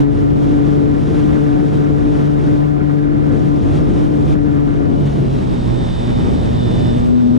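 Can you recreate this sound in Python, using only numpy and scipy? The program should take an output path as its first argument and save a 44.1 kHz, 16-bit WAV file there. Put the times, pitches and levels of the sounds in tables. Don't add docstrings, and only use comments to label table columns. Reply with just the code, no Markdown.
import sys
import numpy as np
from scipy import signal
from scipy.fft import rfft
from scipy.io import wavfile
from scipy.ndimage import uniform_filter1d

SR = 44100
rng = np.random.default_rng(int(sys.argv[2]) if len(sys.argv) > 2 else 0)


def master(y):
    cut = np.clip(np.atleast_2d(y).T, -1, 1)
    pcm = np.round(cut * 32767)
    wavfile.write(sys.argv[1], SR, pcm.astype(np.int16))


N = 325458
TIME = np.arange(N) / SR


def undb(db):
    return 10 ** (np.asarray(db) / 20)


def curves(table):
    time_s, *columns = np.transpose(table)
    return [np.interp(TIME, time_s, column) for column in columns]


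def walk(rate_hz):
    hold = max(int(SR / rate_hz), 2)
    held = rng.standard_normal(4096)[(np.arange(N) // hold) % 4096]
    return 1.55 * uniform_filter1d(uniform_filter1d(held, hold), hold)


def white():
    return rng.standard_normal(N)


def colour(x, spectrum):
    hz, db = np.transpose(spectrum)
    bin_hz = np.maximum(np.arange(N // 2 + 1) * SR / N, 1)
    gain = undb(np.interp(np.log(bin_hz), np.log(hz), db, left=-120, right=-120))
    analytic = np.fft.ifft(rfft(x) * gain, N)
    return analytic / analytic.real.std()


def tone(phase, db):
    return np.sqrt(2) * undb(db) * np.exp(1j * phase)


def ports(analytic, pan_db, lead):
    left = (analytic * np.exp(1j * lead)).real * undb(pan_db / 2)
    right = analytic.real * undb(-pan_db / 2)
    return np.array([left, right])


# time_s, blade_rate_hz
BLADE_RATE = [(0, 145), (.2, 143.6), (.45, 144.5), (.8, 145.2), (1.25, 147.1), (2.1, 146.6), (4.3, 146.8),
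              (4.45, 146.3), (4.65, 143.7), (5.08, 143.1), (5.2, 139), (5.3, 134.7), (5.45, 127.2),
              (5.6, 123.2), (5.88, 120.7), (6.35, 121.9), (6.55, 121.2), (6.68, 120), (6.95, 120.1),
              (7.18, 122.3), (7.38, 122.1)]
# time_s, turbulence_db (above the usual)
TURBULENCE = [(0, 10), (.06, -7.5), (.15, 1.5), (.29, -1), (.43, 2), (.61, -0.5), (.95, -1), (1.1, .5),
              (1.44, 0), (1.58, -2), (1.75, 2), (1.91, -1), (2.18, 2), (2.36, -1.5), (2.47, 3.5),
              (2.58, 0.5), (2.66, -2), (2.8, -4.5), (3.1, -2.5), (3.35, .5), (3.5, -0.5), (3.62, 2),
              (3.76, 5.5), (3.84, 1), (3.98, 4.5), (4.05, 2.5), (4.12, 0), (4.2, 1), (4.325, 5), (4.36, -4),
              (4.6, -2.5), (4.76, 0.5), (4.85, -2), (5.02, 3), (5.5, 1.5), (6.0, 2.5), (6.9, 2), (7.06, 0),
              (7.13, -5)]
CRUISE_HZ, SLOW_HZ = 146, 122
FREEWHEEL_START_S, FREEWHEEL_ATTACK_S, FREEWHEEL_END_S, FREEWHEEL_RELEASE_S = 4.95, 0.19, 7.12, 0.23


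def flight():
    hz, = curves(BLADE_RATE)
    turbulence_db, = curves(TURBULENCE)
    slow = np.clip((CRUISE_HZ - hz) / (CRUISE_HZ - SLOW_HZ), 0, 1)
    onset = (TIME - FREEWHEEL_START_S) / FREEWHEEL_ATTACK_S
    release = (FREEWHEEL_END_S - TIME) / FREEWHEEL_RELEASE_S
    free = np.clip(np.minimum(onset, release), 0, 1)
    return turbulence_db, slow, free


def level(law, state):
    cruise_db, db_per_turbulence_db, slow_db, freewheel_db = law
    turbulence_db, slow, free = state
    return cruise_db + db_per_turbulence_db * turbulence_db + slow_db * slow + freewheel_db * free


# centre_s, length_s (width at 1/e), depth (0-1)
EDDIES = [(0.158, 0.086, 0.95), (0.343, 0.15, 0.34), (0.51, 0.083, 0.24), (1.071, 0.16, 1),
          (1.724, 0.095, 0.85), (1.949, 0.25, 0.2), (2.153, 0.17, 0.32), (2.426, 0.061, 0.98),
          (3.378, 0.13, 0.43), (3.617, 0.083, .9), (3.763, 0.12, 0.95), (3.93, 0.14, 1), (4.09, .06, 0.5),
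          (4.278, 0.076, 1), (4.541, 0.046, 0), (4.785, 0.19, .3), (5.021, 0.18, .8), (5.28, 0.1, 0.2),
          (5.627, .08, 0.67), (5.93, 0.19, .9), (6.42, 0.07, .6), (6.73, .07, 0.3)]


def eddies():
    return sum(depth * np.exp(-(2 * (TIME - centre_s) / length_s) ** 2)
               for centre_s, length_s, depth in EDDIES)


# pitch_hz, density_db (per Hz)
RUMBLE = [(15, -13), (35, 0), (65, 3), (110, -11.5), (190, -0.5), (300, -22.5)]
# cruise_db, db_per_turbulence_db, slow_db, freewheel_db (the last two added)
RUMBLE_LEVEL = (-31.7, -0.85, 2.5, 8.5)


def rumble(state, shared=0.26, gust_db=1.8):
    common = white()
    sides = []
    for _ in range(2):
        mixed = np.sqrt(shared) * common + np.sqrt(1 - shared) * white()
        sides.append(colour(mixed, RUMBLE).real)
    return np.array(sides) * undb(level(RUMBLE_LEVEL, state) + gust_db * walk(11))


# pitch_hz, density_db (per Hz)
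BUFFET_LEFT = [(15, -19), (40, -10), (80, -3), (140, -0.5), (230, 0), (320, -1), (450, -8.5), (700, -22),
               (1500, -56)]
BUFFET_RIGHT = [(15, -15.5), (40, -4), (80, -1.5), (140, 0.5), (230, -8), (320, -6.5), (450, -18),
                (700, -21.5), (1500, -45)]
# cruise_db, db_per_turbulence_db, slow_db, freewheel_db
BUFFET_LEFT_LEVEL = (-14.5, 0.02, 1, -4)
BUFFET_RIGHT_LEVEL = (-24, 0.72, 5, 0.5)
# time_s, level_db
BUFFETING = [(0, -3.5), (.3, 1.5), (1.05, 1.1), (1.4, 0), (2.5, -1), (2.9, -3.5), (3.4, 0.5), (4.3, 1),
             (4.6, -2.5), (4.95, 0.5), (5.2, 2.5), (5.47, -0.5), (5.62, -1.5), (5.75, 2.5), (5.95, -5.5),
             (6.12, -1), (6.32, 3), (6.5, -1), (6.72, 1.5), (7.02, -1.5), (7.15, -2.5), (7.38, 0)]


def buffet(state, gust, shared=0.28, lump_db=1.25, gust_db=0.67):
    common = white()
    buffeting_db, = curves(BUFFETING)
    big_eddies = signal.sosfilt(signal.butter(2, 130, fs=SR, output="sos"), common)
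    weight = np.sqrt(shared) * 1.78
    sides = []
    for spectrum, law in ((BUFFET_LEFT, BUFFET_LEFT_LEVEL), (BUFFET_RIGHT, BUFFET_RIGHT_LEVEL)):
        thumps = colour(white() + weight * big_eddies, spectrum).real
        db = level(law, state) + buffeting_db + lump_db * walk(24) + gust_db * gust
        sides.append(thumps * undb(db))
    return np.array(sides)


# pitch_hz, density_db (per Hz)
HISS = [(300, 2.5), (1000, -3), (2000, -9), (2600, -9.5), (3600, -9.5), (4400, -17), (5600, -16.5),
        (7000, -21), (8300, -24.5), (9400, -23), (10300, -28), (11500, -36.5), (14000, -48)]
# cruise_db, db_per_turbulence_db, slow_db, freewheel_db
HISS_LEVEL = (-43, 1, 1, 0)


def fuselage(blade, state, gust, chop=0.17, apart=0.1, surge_db=0.9, gust_db=0.24):
    _, _, free = state
    grain_db = 1.4 * np.repeat(rng.standard_normal(N // 16 + 1), 16)[:N]
    grains = white() * undb(grain_db)
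    surge = surge_db * (1 - free) * walk(4.9)
    db = level(HISS_LEVEL, state) + surge + gust_db * gust + 0.57 * walk(50)
    flow = undb(db) * (1 + chop * np.cos(2 * blade))
    left, right = (colour(grains + apart * white(), HISS).real * flow for _ in range(2))
    dull = signal.sosfiltfilt(signal.butter(1, 4500, fs=SR, output="sos"), left)
    return np.array([0.63 * left + .5 * dull, 1.355 * right])


# pitch_hz, density_db (per Hz)
RUSH = [(150, -30.5), (350, 1), (550, 3.5), (750, -2), (1000, -9.5), (1500, -18), (2100, -40.5),
        (3000, -35.5), (5000, -38), (8000, -56)]
SWISH = [(500, 1.5), (900, -2.5), (1400, -2), (2000, -7), (2800, -17.5), (4500, -41)]
STALL = [(550, -12.5), (800, 1), (960, -1), (1200, -9.5), (1800, -10), (2800, -21.5)]
# cruise_db, db_per_turbulence_db, slow_db, freewheel_db
RUSH_LEVEL = (-26, 0.6, 2, -3.5)
SWISH_LEVEL = (-37, -0.17, -8.5, -3)
STALL_LEVEL = (-56, 0.5, 11.5, 7)


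def slipstream(blade, state, gust, chop=0.52, rush_gust_db=-0.3, swish_gust_db=1.38):
    rush_db, swish_db, stall_db = (level(law, state) for law in (RUSH_LEVEL, SWISH_LEVEL, STALL_LEVEL))
    rush = colour(white(), RUSH) * undb(rush_db + rush_gust_db * gust) * (1 + .15 * np.cos(blade))
    swish = ports(colour(white(), SWISH) * undb(swish_db), pan_db=-1.5, lead=-1.9)
    stall = ports(colour(white(), STALL) * undb(stall_db), pan_db=-6.0, lead=2.67)
    blade_passes = 1 + chop * np.cos(blade) + 0.082 * np.cos(2 * blade)
    chopping = blade_passes * undb(swish_gust_db * gust + .5 * walk(11))
    return ports(rush, pan_db=0.5, lead=np.pi) + (swish + stall) * chopping


# pitch_hz, width_hz, gain_db
MOUNT = [(2950, 150, 8.5), (4000, 340, -8), (5200, 350, -7)]


def mount(x):
    return sum(undb(gain_db) * signal.lfilter(*signal.iirpeak(hz, hz / width_hz, fs=SR), x)
               for hz, width_hz, gain_db in MOUNT)


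# order (per shaft turn), level_db (relative)
MAGNETS = [(30, -11), (50.6, -22.5), (57.3, -18), (58, -13), (59, -16), (60, -1.9), (66, -19), (68, -18),
           (78, -18), (79.5, -23.5), (85.5, -26), (87.7, -25), (89.5, -19.5), (120, -24.5)]
BEARINGS = [(33.3, -6.5), (41.55, -4), (49.85, -4.5)]
# pitch_hz, density_db (per Hz)
RASP = [(1500, -20), (2500, -3.5), (3300, 5), (4200, 0), (5400, -3), (6200, -13.5), (9000, -17.5),
        (11000, -36)]
# cruise_db, db_per_turbulence_db, slow_db, freewheel_db
MAGNET_LEVEL = (-72.5, -0.1, 14.5, 4)
BEARING_LEVEL = (-70.5, 1.1, 0.5, 7)
SWITCHING_LEVEL = (-71, 1.1, 14, -2)
RASP_LEVEL = (-62, 0, 9, 4.5)
SWITCHING_HZ = 7957
RESONANT_BLADE_HZ, RESONANCE_WIDTH_HZ, RESONANCE_DB = 120.2, 1.8, 12


def motor(blade, hz, state, ring=0.93):
    _, _, free = state
    detuning = (hz - RESONANT_BLADE_HZ) / RESONANCE_WIDTH_HZ
    swell_db = RESONANCE_DB * free / (1 + detuning ** 2)
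    magnet_db = level(MAGNET_LEVEL, state) + swell_db
    bearing_db = level(BEARING_LEVEL, state) + 0.24 * swell_db
    shaft = blade / 2
    whine = 0
    for orders, base_db in ((MAGNETS, magnet_db), (BEARINGS, bearing_db)):
        for order, order_db in orders:
            blur = 0.06 + 0.063 * abs(order_db)
            phase = order * shaft + blur * walk(45)
            whine = whine + tone(phase, base_db + order_db + .9 * walk(19) + 1.5)
    rasp = colour(white(), RASP) * undb(level(RASP_LEVEL, state)) * (1 + 0.24 * np.cos(shaft))
    switching_phase = 2 * np.pi * SWITCHING_HZ * TIME + .25 * walk(60)
    switching = tone(switching_phase, level(SWITCHING_LEVEL, state) - 9.0 + walk(12))
    body = ports(whine + ring * mount(whine) + rasp, pan_db=-3.0, lead=-0.82)
    return body + ports(switching, pan_db=-18.0, lead=.5)


# cruise_db, db_per_turbulence_db, slow_db, freewheel_db
FUNDAMENTAL_LEFT = (-13.5, -0.33, -7, -4)
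FUNDAMENTAL_RIGHT = (-18.5, 1.62, -2.5, -0.5)
OCTAVE_LEFT = (-11.5, 0.27, 3.5, -7)
OCTAVE_RIGHT = (-17, 0.6, 4, -2.5)
# cruise_db, db_per_turbulence_db, slow_db, freewheel_db
OVERTONE_LEVEL = (-1.3, 0.34, -1.3, -0.017)
# multiple (of the blade rate), left_db, right_db
OVERTONES = [(4, -37, -37.5), (5, -35.5, -37.5), (6, -44.5, -43.5), (7, -48.5, -45), (8, -44.5, -45.5),
             (9, -49.5, -50), (10, -47, -47), (12, -61, -55), (13, -61.5, -58.5), (15, -62.5, -60.5)]
# time_s, level_db
THIRD = [(0, -26), (.4, -30.5), (.9, -27.5), (1.3, -28.5), (2.25, -26), (2.6, -32.5), (3.8, -35.5),
         (4.5, -31.5), (4.9, -32.5), (5.3, -33), (6.7, -43), (7.1, -35)]
# time_s, bite_db
BITE = [(0, 2), (.9, 0.5), (2.6, -0.9), (3.3, -1.2), (4.5, -0.9), (4.95, -1.2), (5.15, -7), (5.55, -8),
        (5.8, -10), (6.1, -7.5), (6.25, -4), (6.5, -7.5), (6.85, -5), (7.02, -4.5), (7.14, 4.5),
        (7.38, 2.5)]
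FUNDAMENTAL_LEAD, OCTAVE_LEAD = (-1.91, -1.9), (2.064, 4.03)
EDDY_FUNDAMENTAL_LEFT_DB, EDDY_OCTAVE_LEFT_DB, EDDY_OCTAVE_RIGHT_DB, EDDY_LAG = -4.5, -13, -8, 2.1


def propeller(blade, state, eddy, sway_left=0.33, sway_right=0.06, shiver_left=0.19, shiver_right=0.14,
              fade_left_db=0.4, fade_right_db=1.3, sway=0.15, shiver=0.17, flutter_db=2.5,
              unsettle=0.77, overtone_bite=0.4, lead=-2.54, unload_lead=2.4):
    turbulence_db, slow, free = state
    bite_db, = curves(BITE)
    third_db, = curves(THIRD)
    rough = undb(unsettle * turbulence_db)
    first_lead, second_lead = (cruise + (slowed - cruise) * slow
                               for cruise, slowed in (FUNDAMENTAL_LEAD, OCTAVE_LEAD))
    first_lead = first_lead + unload_lead * free * (1 - slow)

    first_left_db, second_left_db = (level(law, state) + fade_left_db * rough * walk(13)
                                     for law in (FUNDAMENTAL_LEFT, OCTAVE_LEFT))
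    first_right_db, second_right_db = (level(law, state) + fade_right_db * rough * walk(12)
                                       for law in (FUNDAMENTAL_RIGHT, OCTAVE_RIGHT))
    first_left_db = first_left_db + EDDY_FUNDAMENTAL_LEFT_DB * eddy
    second_left_db = second_left_db + bite_db + EDDY_OCTAVE_LEFT_DB * eddy
    second_right_db = second_right_db + bite_db + EDDY_OCTAVE_RIGHT_DB * eddy

    shared = blade + rough * (sway * walk(9) + shiver * walk(32))
    lag = EDDY_LAG * eddy * (1 - free)
    left = shared + rough * (sway_left * walk(9) + shiver_left * walk(45)) - lag
    right = shared + rough * (sway_right * walk(5.7) + shiver_right * walk(45))

    first = [tone(left + first_lead, first_left_db), tone(right, first_right_db)]
    second = [tone(shared + left + second_lead, second_left_db),
              tone(shared + right - lag / 2, second_right_db)]
    third = tone(2 * shared + left + 0.43 * walk(13), third_db + 1.5 * walk(16))
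    hum = np.real(first) + np.real(second) + ports(third, pan_db=-0.5, lead=-1.5 + 0.4 * walk(18))

    overtone_db = level(OVERTONE_LEVEL, state) + overtone_bite * bite_db
    for multiple, left_db, right_db in OVERTONES:
        phase = round(multiple) * blade + 0.17 * walk(20) + rng.uniform(0, 2 * np.pi)
        db = (left_db + right_db) / 2 + overtone_db + flutter_db * walk(10)
        hum = hum + ports(tone(phase, db), left_db - right_db, lead)
    return hum


EDDY_SLIPSTREAM_DB = -4


def scene():
    hz, = curves(BLADE_RATE)
    state, gust, eddy = flight(), walk(36), eddies()
    blade = 2 * np.pi * np.cumsum(hz * (1 + 0.00044 * walk(25))) / SR
    wind = rumble(state) + buffet(state, gust) + fuselage(blade, state, gust)
    wind = wind + slipstream(blade, state, gust) * undb(EDDY_SLIPSTREAM_DB * eddy)
    return wind + motor(blade, hz, state) + propeller(blade, state, eddy)


TOP_HZ, FADE_S = 14500, .004


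def record(dry, threshold_db=-11, squeeze=0.62, makeup_db=0.47):
    bass = signal.sosfiltfilt(signal.butter(2, 600, fs=SR, output="sos"), dry)
    window = 600
    power = uniform_filter1d(uniform_filter1d(bass ** 2, window), window)
    excess = power / undb(threshold_db) ** 2
    gain = undb(makeup_db) * (1 + excess ** 2) ** (-squeeze / 4)
    out = dry + (gain - 1) * bass
    out = out / (1 + (np.abs(out) / .9) ** 12) ** (1 / 12)
    out = out * np.minimum(np.minimum(TIME, TIME[-1] - TIME) / FADE_S, 1)
    return signal.sosfilt(signal.ellip(8, .2, 70, TOP_HZ, fs=SR, output="sos"), out)


dry = scene()
out = record(dry)
master(out)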